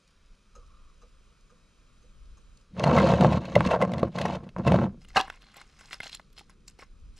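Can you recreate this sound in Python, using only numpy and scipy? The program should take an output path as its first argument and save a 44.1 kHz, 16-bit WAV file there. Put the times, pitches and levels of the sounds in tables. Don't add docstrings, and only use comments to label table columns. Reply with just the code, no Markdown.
import sys
import numpy as np
from scipy import signal
from scipy.fft import rfft, irfft, next_fast_len
from scipy.io import wavfile
from scipy.ndimage import uniform_filter1d

SR = 44100
rng = np.random.default_rng(int(sys.argv[2]) if len(sys.argv) > 2 else 0)


def wav_record(signal):
    frames = np.transpose(np.atleast_2d(signal))
    bounded = np.clip(frames, -1, 1)
    quanta = np.round(bounded * 32767).astype(np.int16)
    wavfile.write(sys.argv[1], SR, quanta)


N = 317079

# time_s, level_db
RUMBLE_LEVEL = [(0.0, -74), (0.34, -52.5), (0.44, -68), (0.58, -50.5), (1.7, -63.5), (2.18, -53.5),
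                (2.22, -47), (2.74, -62), (3.34, -49), (3.46, -62.5), (3.68, -45), (3.74, -63), (5.27, -50),
                (5.57, -68.5), (5.61, -60), (6.79, -58.5), (7.09, -45), (7.19, -56)]
# pitch_hz, density_db
HISS_SPECTRUM = [(53, -47), (90, -8.5), (154, -0.5), (227, -4.5), (259, -13), (483, -12.5), (776, -30),
                 (1420, -22.5), (1960, -25.5), (4080, -25.5), (7450, -25.5), (9440, -35), (15500, -49.5)]
# pitch_hz, width_hz, lift_db
HISS_PEAKS = [(1190, 400, 14), (2470, 390, 7.3), (3150, 210, 5.8), (3880, 350, 5.4), (5000, 160, 3.7),
              (6800, 280, 2.9), (9370, 330, 7.3)]
# time_s, level_db, hum_db
HISS_LEVEL = [(0, -63, -3.5), (2.598, -62.5, -1), (2.68, -64.5, -2), (5, -65.5, 5.5), (5.601, -61.5, -2),
              (6.6, -67, 7), (7.19, -64, -1)]
# time_s, lift_db
SIMMER_SWELL = [(.5, -5.5), (.6, 6.5), (.88, 9), (.96, -3.5)]
# pitch_hz, likeness (0 to 1)
HISS_LIKENESS = [(60, 0.99), (130, 1), (290, 0.15), (640, 0.88), (1410, 0.94), (3100, 0.8), (6820, 0.77),
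                 (15000, 0.16)]
# pitch_hz, lead_rad
HISS_LEAD = [(100, 0.44), (4200, 1), (7900, -3), (9500, 0.2), (15000, 3)]
# time_s, side_db
BACKGROUND_WIDTH = [(0, -19), (.5, -10), (.6, -5.5), (2.62, -1.5), (2.68, -47.5), (4.98, -40), (5.05, -15),
                    (7.19, -2)]

# pitch_hz, level_db, t60_s
PANEL_MODES = [(82, -7, 0.2), (123.1, 1, 0.13), (153.4, -6, 0.24), (182.3, 0.5, 0.21), (233, -5.5, 0.12),
               (303, -4, 0.081)]
LINER_MODES = [(463.7, -8.5, 0.051), (570.5, -2, 0.0615), (654.8, 10, 0.02), (708, -6, 0.025),
               (815, 3.5, 0.019), (988, -3, 0.034), (1248, -13, 0.048), (1462, -20.5, 0.048),
               (1500, -33.5, 0.015)]
SHELL_MODES = [(796, 9, 0.024), (1100, 7.5, 0.024), (1564, 24, 0.0062), (1810, 6.5, 0.0062),
               (2045, 10, 0.02), (2500, 0, 0.018), (2749, 10, 0.017), (3370, 11, 0.0036),
               (4096, -1.5, 0.013), (4510, 1, 0.00352), (5365, 1.5, 0.0024), (6070, -18.5, 0.0027),
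               (7340, -28.5, 0.022), (8750, -15.5, .004), (10100, -65, .004), (14200, -23.5, 0.0021)]
METAL_MODES = [(586, -19, 0.09), (783, -4.5, 0.075), (991, -2.5, 0.027), (1208, 1, 0.027), (1583, 0, 0.026),
               (2707, 0.5, 0.019), (3300, -10.5, 0.051), (3930, -15.5, 0.047), (3950, 3, 0.0043),
               (5000, -38, 0.0093), (5530, -18.5, 0.028)]
TAP_RING_MODES = [(505, 0, 0.087)]
TAP_TICK_MODES = [(1252, 6, 0.041), (1444, 1, 0.028), (2660, 5, 0.006), (4020, 0, 0.011),
                  (5180, 3.5, 0.0058), (6200, 8.5, 0.0063)]

# time_s, ring_db, tick_over_ring_db
TAPS = [(0.561, -50.5, 5), (1.024, -53, 2.5), (1.506, -57.5, 4), (2.029, -59, -1), (2.38, -69.5, 16)]
# start_s, level_db, favoured_pitch_hz, contact_ms
CLANKS = [(5.159, -14, 1100, 2.5), (5.164, -10, 1970, 5), (5.17, -10.5, 1100, 6.7),
          (5.177, -22.5, 895, 6.9), (5.188, -19.5, 875, 8), (5.199, -16.5, 1500, 3.3)]
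# start_s, hold_s, crunch_db, fizz_db, rustle_db
RUBS = [(5.02, 0.0086, -67.5, -64.5, -78), (5.09, .015, -64.5, -65.5, -67),
        (5.168, .012, -32.5, -41.5, -44), (5.23, 0.13, -57.5, -70.5, -84), (5.415, 0.11, -64.5, -77, -66),
        (5.56, 0.056, -54.5, -64, -62), (5.66, 0.16, -71, -72.5, -83), (5.79, 0.1, -61, -62.5, -72),
        (5.925, 0.017, -49.5, -49.5, -53), (6.025, 0.051, -51.5, -55, -50.5), (6.125, 0.021, -57, -53, -47),
        (6.38, 0.0064, -56.5, -53.5, -54.5), (6.5, .01, -63.5, -70.5, -83),
        (6.685, 0.0087, -66.5, -60, -82.5), (6.8, 0.022, -54, -60, -71.5), (7.18, 0.019, -66, -58, -72)]
# start_s, level_db, favoured_pitch_hz, fizz_over_click_db
CLICKS = [(5.046, -44, 2660, -15), (5.084, -48.5, 2260, -0.5), (5.103, -46, 2215, -13),
          (5.209, -16.5, 3730, -37), (5.278, -33.5, 1130, -21), (5.299, -24.5, 2120, -47),
          (5.419, -43.5, 3150, -14), (5.541, -41.5, 2010, -13), (5.566, -42, 755, -1.5),
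          (5.612, -36, 1620, -14), (5.809, -40.5, 1490, -23), (5.908, -36.5, 1860, -19),
          (5.929, -24.5, 3000, -20), (5.943, -35, 2030, -34), (6.002, -24.5, 1880, -23),
          (6.031, -31.5, 3070, -14), (6.057, -38, 824, -10), (6.066, -34.5, 3460, -16),
          (6.094, -33, 4200, -27), (6.147, -31, 3440, -0.5), (6.196, -37, 1280, -34),
          (6.302, -56, 5000, -13), (6.328, -54, 5000, -7), (6.391, -38.5, 3610, -13),
          (6.41, -42.5, 714, -33), (6.495, -44.5, 1294, -8.5), (6.679, -46.5, 5000, 10.5),
          (6.79, -39, 940, -9), (6.824, -36, 1176, -38)]
# start_s, relative level_db, crack_over_level_db,
# contact_ms of the crack
KNOCKS = [(2.767, -30, -21.5, 2.3), (2.796, -21, -5.5, 0.55), (2.834, -21, 2.5, 6.4),
          (2.84, -6, -18.5, 1.3), (2.873, -5.5, -24.5, 3.9), (2.895, -10.5, -37, 2.4),
          (2.927, -12.5, -21, 5.1), (2.976, -6, -11.5, 9), (3.137, -3, -20, 1.3), (3.209, -6.5, -15.5, 1.4),
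          (3.237, -7, -20.5, 2.1), (3.245, -1, -45.5, 9.3), (3.32, -14.5, -13.5, 9), (3.351, -13, -28, 2.3),
          (3.454, -27.5, -7, 1.4), (3.553, -12, -0.1, 2.7), (3.563, 2, -53.5, 1.9),
          (3.607, -4.5, -35, 0.93), (3.671, -18, -9, 1.8), (3.705, -22, -2, 9.6), (3.734, -9.5, -34, 10),
          (3.759, -10, -68.5, 8), (3.815, -6, -20, 1.7), (3.821, -13.5, -7.5, 3.8),
          (3.918, -22.5, -12.5, 2.1), (3.935, -20.5, -7, 2.6), (3.981, -23.5, -5.5, 2.5),
          (3.993, -25, -6, 3.9), (4.029, -5.5, -42, 7), (4.186, -23, 1.5, 2.2), (4.212, -17, -7, 4.4),
          (4.252, -10.5, -12, 5.4), (4.433, -33.5, -17, 7.9), (4.466, -33.5, -25, 5.2),
          (4.49, -44.5, 3, 1.3), (4.564, -17, -33, 2.5), (4.583, -24, -17, 3.5), (4.666, -11.5, -17, 7.2),
          (4.675, -7.5, -15, 4), (4.72, -7.5, -19, 1.6), (4.741, -6.5, -27, 6.2), (4.816, -17.5, -41, 3.7)]
# start_s, hold_s, rasp_db, boom_db, grit_db
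SHOVES = [(2.735, 0.03, -81, -46, -80), (2.79, 0.05, -32.5, -30.5, -51), (2.86, 0.1, -25, -21, -45),
          (2.96, 0.16, -22.5, -22, -39.5), (3.13, 0.055, -29.5, -26, -45.5), (3.21, 0.059, -22.5, -17, -44),
          (3.3, 0.075, -32, -24.5, -46.5), (3.42, 0.19, -42.5, -39, -54.5), (3.565, 0.055, -35, -24.5, -51),
          (3.655, 0.014, -29, -23, -39), (3.705, 0.046, -23, -44, -47), (3.812, 0.025, -22, -27.5, -51.5),
          (3.87, 0.2, -39.5, -31, -61.5), (4.16, 0.2, -34.5, -33.5, -48.5), (4.4, .08, -56, -44, -77.5),
          (4.59, .012, -36.5, -29.5, -63), (4.665, 0.097, -29, -21, -47.5),
          (4.78, 0.073, -32.5, -23.5, -54.5), (4.91, 0.063, -80, -49.5, -96)]
# pitch_hz, gain_db
SHELL_RESPONSE = [(20, -27.5), (45, -29), (70, -2.5), (9000, 2), (12000, 1.5), (15500, -3)]

# (rise, fall) in dB per s
RASP_SLOPES, BOOM_SLOPES, GRIT_SLOPES, RUB_SLOPES = (810, 615), (670, 340), (500, 960), (970, 500)
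TRAIL_DB, TRAIL_SHARE = -13, 0.41
BLOW_SCATTER_DB, BLOW_SNAP_DB = 4., 7.
CLICK_MS = 2.8
EDGE_HZ = 15800


def gain_of(db):
    return 10 ** (np.asarray(db) / 20)


def evened(x):
    return x / np.sqrt(np.mean(x ** 2) + 1e-20)


def read(points, hz):
    f, value = np.transpose(points)
    return np.interp(np.log(hz + 1), np.log(f + 1), value)


def level_curve(rows):
    columns = np.transpose(rows)
    return gain_of(np.interp(np.arange(N) / SR, columns[0], columns[1]))


def add(mix, s, sound):
    part = mix[round(s * SR):][:len(sound)]
    part += sound[:len(part)]


def colour(x, gain):
    n = next_fast_len(N + 4096)
    return irfft(rfft(x, n) * gain(np.fft.rfftfreq(n, 1 / SR)), n)[..., :N]


def chances(rows):
    return zip(rows, rng.standard_normal((len(rows), 2000)))


def ring(modes, chance, hz=1000., octaves=99., contact_ms=0.084, scatter_db=7.5, detune=0.024, snap_db=-40.):
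    f, db, t60 = np.transpose(modes)[..., None]
    t = np.arange(round(SR * min(t60.max(), .3))) / SR
    level_chance, pitch_chance = chance[:len(f), None], chance[len(f):2 * len(f), None]
    db = db - 6 * (np.log2(f / hz) / octaves) ** 2 + scatter_db * level_chance
    rise = 1 - np.exp(-4. * f * t)
    decay = gain_of(db - 60 * t / t60)
    x = (rise * decay * np.sin(2 * np.pi * f * (1 + detune * pitch_chance) * t)).sum(0)
    x += gain_of(db.max() + snap_db) * np.exp(-2.5 * hz * t) * np.sin(2 * np.pi * hz * t)
    u = np.arange(len(chance)) / SR * 1000 / np.clip(contact_ms, .05, 20)
    force = chance[::-1] ** 3 * u ** 1.6 * np.exp(-2.2 * u)
    x = signal.fftconvolve(x, force)
    return x / abs(x).max()


def grains(modes, on, per_s, spread_db, contact_ms, detune, count=16):
    n = on.sum()
    size = gain_of(spread_db * np.minimum(rng.exponential(1, n), 4))
    size = size * (rng.random(n) < per_s / SR)
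    spot, part, out = rng.integers(0, count, n), np.zeros(n), np.zeros(N)
    lowest_highest = np.log([modes[0][0], modes[-1][0]])
    levels = [m[:2] for m in modes]
    for k, (_, chance) in enumerate(chances(range(count))):
        hz = np.exp(np.interp((k + .5) / count, [0, 1], lowest_highest))
        blow = evened(ring(modes, chance[:300], hz, 1.4, contact_ms, detune=detune))
        blow = blow * gain_of(read(levels, hz) / 2)
        part += signal.oaconvolve(size * (spot == k), blow)[:n]
    out[on] = part / np.sqrt(uniform_filter1d(part ** 2, size=2000) + 1e-12)
    return out


def strokes(rows, column, slopes):
    t, power = np.arange(N) / SR, 0
    rise, fall = slopes
    for row in rows:
        start, hold = row[:2]
        early, late = np.maximum(start - t, 0), np.maximum(t - start - hold, 0)
        fall_db = np.maximum(-fall * late, TRAIL_DB - TRAIL_SHARE * fall * late)
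        power = power + gain_of(row[column] - rise * early + fall_db) ** 2
    return np.sqrt(power)


def during(rows):
    t = np.arange(N) / SR
    return (t > rows[0][0] - .1) & (t < rows[-1][0] + .3)


def cabin(x, t60):
    at = np.arange(80, 8000, 20) + rng.integers(0, 20, (2, 396))
    taps = np.zeros((2, 8040))
    np.put_along_axis(taps, at, rng.choice([-1., 1.], at.shape) * gain_of(-60 * at / SR / t60), 1)
    return signal.fftconvolve(x[None], taps / np.linalg.norm(taps[0]), axes=1)[:, :N]


def ports(x, spacing_s):
    slope = np.gradient(x) * SR
    return x + np.outer([-.5, .5], spacing_s * slope)


def rumble():
    sos = signal.butter(2, [16, 46], "band", fs=SR, output="sos")
    shared, own = signal.sosfilt(sos, rng.standard_normal((2, N)))
    shared = shared / np.sqrt(uniform_filter1d(shared ** 2, size=12000))
    side = np.outer([1, -1], gain_of(-9.5) * evened(own))
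    return level_curve(RUMBLE_LEVEL) * (shared + side)


def burner():
    frames, hz = N // 128 + 5, np.fft.rfftfreq(512, 1 / SR)
    t = np.arange(frames) * 128 / SR
    a, b, c, d, patches = rng.standard_normal((frames, 257, 5)).T
    patches = uniform_filter1d(uniform_filter1d(patches, size=6, axis=0), size=20, axis=1)
    patches = evened(patches)
    bubbles = 7 * np.minimum(rng.exponential(0.46, frames), 2) * (rng.random(frames) < .06)
    treble = np.clip((hz - 2500) / 2000, 0, 1)[:, None]
    db = read(HISS_SPECTRUM, hz)
    db = db + sum(p / (1 + ((hz - f) / (w / 2)) ** 2) for f, w, p in HISS_PEAKS)
    db[hz < 80] = -200
    s, _, hum_db = np.transpose(HISS_LEVEL)
    hum = (hz < 450)[:, None] * np.interp(t, s, hum_db)
    swell = np.exp(-((hz - 1190) / 130) ** 2)[:, None] * np.interp(t, *np.transpose(SIMMER_SWELL))
    same, left = np.clip(read(HISS_LIKENESS, hz), 0, 1)[:, None], a + 1j * b
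    right = same * left * np.exp(-1j * read(HISS_LEAD, hz))[:, None]
    right = right + np.sqrt(1 - same ** 2) * (c + 1j * d)
    shape = gain_of(db[:, None] + 0.75 * patches + treble * bubbles + hum + swell)
    hiss = signal.istft(np.array([left, right]) * shape, nperseg=512, noverlap=384)[1][:, :N]
    return level_curve(HISS_LEVEL) * evened(hiss)


def pot_taps():
    out = np.zeros(N)
    for (s, db, tick_db), chance in chances(TAPS):
        body = ring(TAP_RING_MODES, chance, contact_ms=20.0, detune=0.0029)
        tick = ring(TAP_TICK_MODES, chance, contact_ms=14.6, scatter_db=0.5, snap_db=-3.5)
        add(out, s - .003, gain_of(db) * body)
        add(out, s - .013, gain_of(db + tick_db) * tick)
    return out


def metal_clanks():
    out = np.zeros(N)
    for (s, db, hz, ms), chance in chances(CLANKS):
        blow = ring(METAL_MODES, chance, hz, 2.27, ms, scatter_db=BLOW_SCATTER_DB, detune=0.037,
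                    snap_db=BLOW_SNAP_DB)
        add(out, s, gain_of(db) * blow)
    return out


def palms():
    on = during(RUBS)
    crunch = grains(SHELL_MODES[:9], on, 2500, 5.8, 0.078, 0.048, count=32)
    fizz = grains(SHELL_MODES[8:], on, 5000, 5.9, 0.027, 0.3, count=32)
    rustle = grains(SHELL_MODES[7:9], on, 2500, 7.4, 0.15, 0.035, count=16)
    layers = enumerate([crunch, fizz, rustle], start=2)
    out = sum(strokes(RUBS, column=k, slopes=RUB_SLOPES) * x for k, x in layers)
    for (s, db, hz, fizz_db), chance in chances(CLICKS):
        click = ring(SHELL_MODES[:12], chance, hz, 0.41, CLICK_MS, scatter_db=4.5, snap_db=8.5)
        click_fizz = ring(SHELL_MODES[11:], chance, contact_ms=CLICK_MS,
                          scatter_db=BLOW_SCATTER_DB, detune=0.18)
        add(out, s, gain_of(db) * click)
        add(out, s, gain_of(db + fizz_db) * click_fizz)
    return out


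def knocks():
    out = np.zeros(N)
    for (s, db, crack_db, ms), chance in chances(KNOCKS):
        knock = ring(LINER_MODES, chance, 660, 1.0, 0.31 * ms, scatter_db=6.0, snap_db=-3.5)
        boom = ring(PANEL_MODES, chance, scatter_db=1.0)
        crack = ring(SHELL_MODES[3:14], chance[4:], 2300, 3.1, ms, scatter_db=BLOW_SCATTER_DB,
                     snap_db=BLOW_SNAP_DB)
        add(out, s, gain_of(db - 4.0) * knock)
        add(out, s, gain_of(db - 13.5) * boom)
        add(out, s, gain_of(db + crack_db) * crack)
    return out


def drag():
    on = during(SHOVES)
    rasp = grains(LINER_MODES, on, 600, 3.7, 0.26, 0.042, count=24)
    rasp = strokes(SHOVES, column=2, slopes=RASP_SLOPES) * rasp
    boom = grains(PANEL_MODES, on, 260, 3.5, .06, 0.041)
    boom = strokes(SHOVES, column=3, slopes=BOOM_SLOPES) * boom
    grit = grains(SHELL_MODES[3:13], on, 2200, 3.0, 0.62, 0.1, count=32)
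    grit = strokes(SHOVES, column=4, slopes=GRIT_SLOPES) * grit
    return rasp + boom + grit


def scene():
    air = burner() + rumble()
    clank = metal_clanks() + pot_taps()
    hands = palms()
    floor = drag() + knocks()
    clank = clank + gain_of(-9) * cabin(clank, .18).mean(0)
    hands = ports(hands, 1.6e-5) + gain_of(-22) * cabin(hands, 0.14)
    floor = floor + gain_of(-8.5) * cabin(floor, 0.03)[0]
    struck = ports(floor, 1e-6) + hands + ports(clank, 4e-6)
    struck = colour(struck, lambda hz: gain_of(read(SHELL_RESPONSE, hz)))
    middle = air.mean(0)
    return struck + middle + level_curve(BACKGROUND_WIDTH) * (air - middle)


def record(dry):
    top = lambda hz: np.clip((hz - 9500) / 3000, 0, 1)
    left = colour(dry[0], lambda hz: gain_of(-5. * top(hz)) * np.exp(1.6j * top(hz)))
    wet = np.array([left, dry[1]])
    low_pass = signal.firwin(511, EDGE_HZ, window=("kaiser", 9), fs=SR)
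    return signal.oaconvolve(wet, low_pass[None], "same")


dry = scene()
out = record(dry)
wav_record(out)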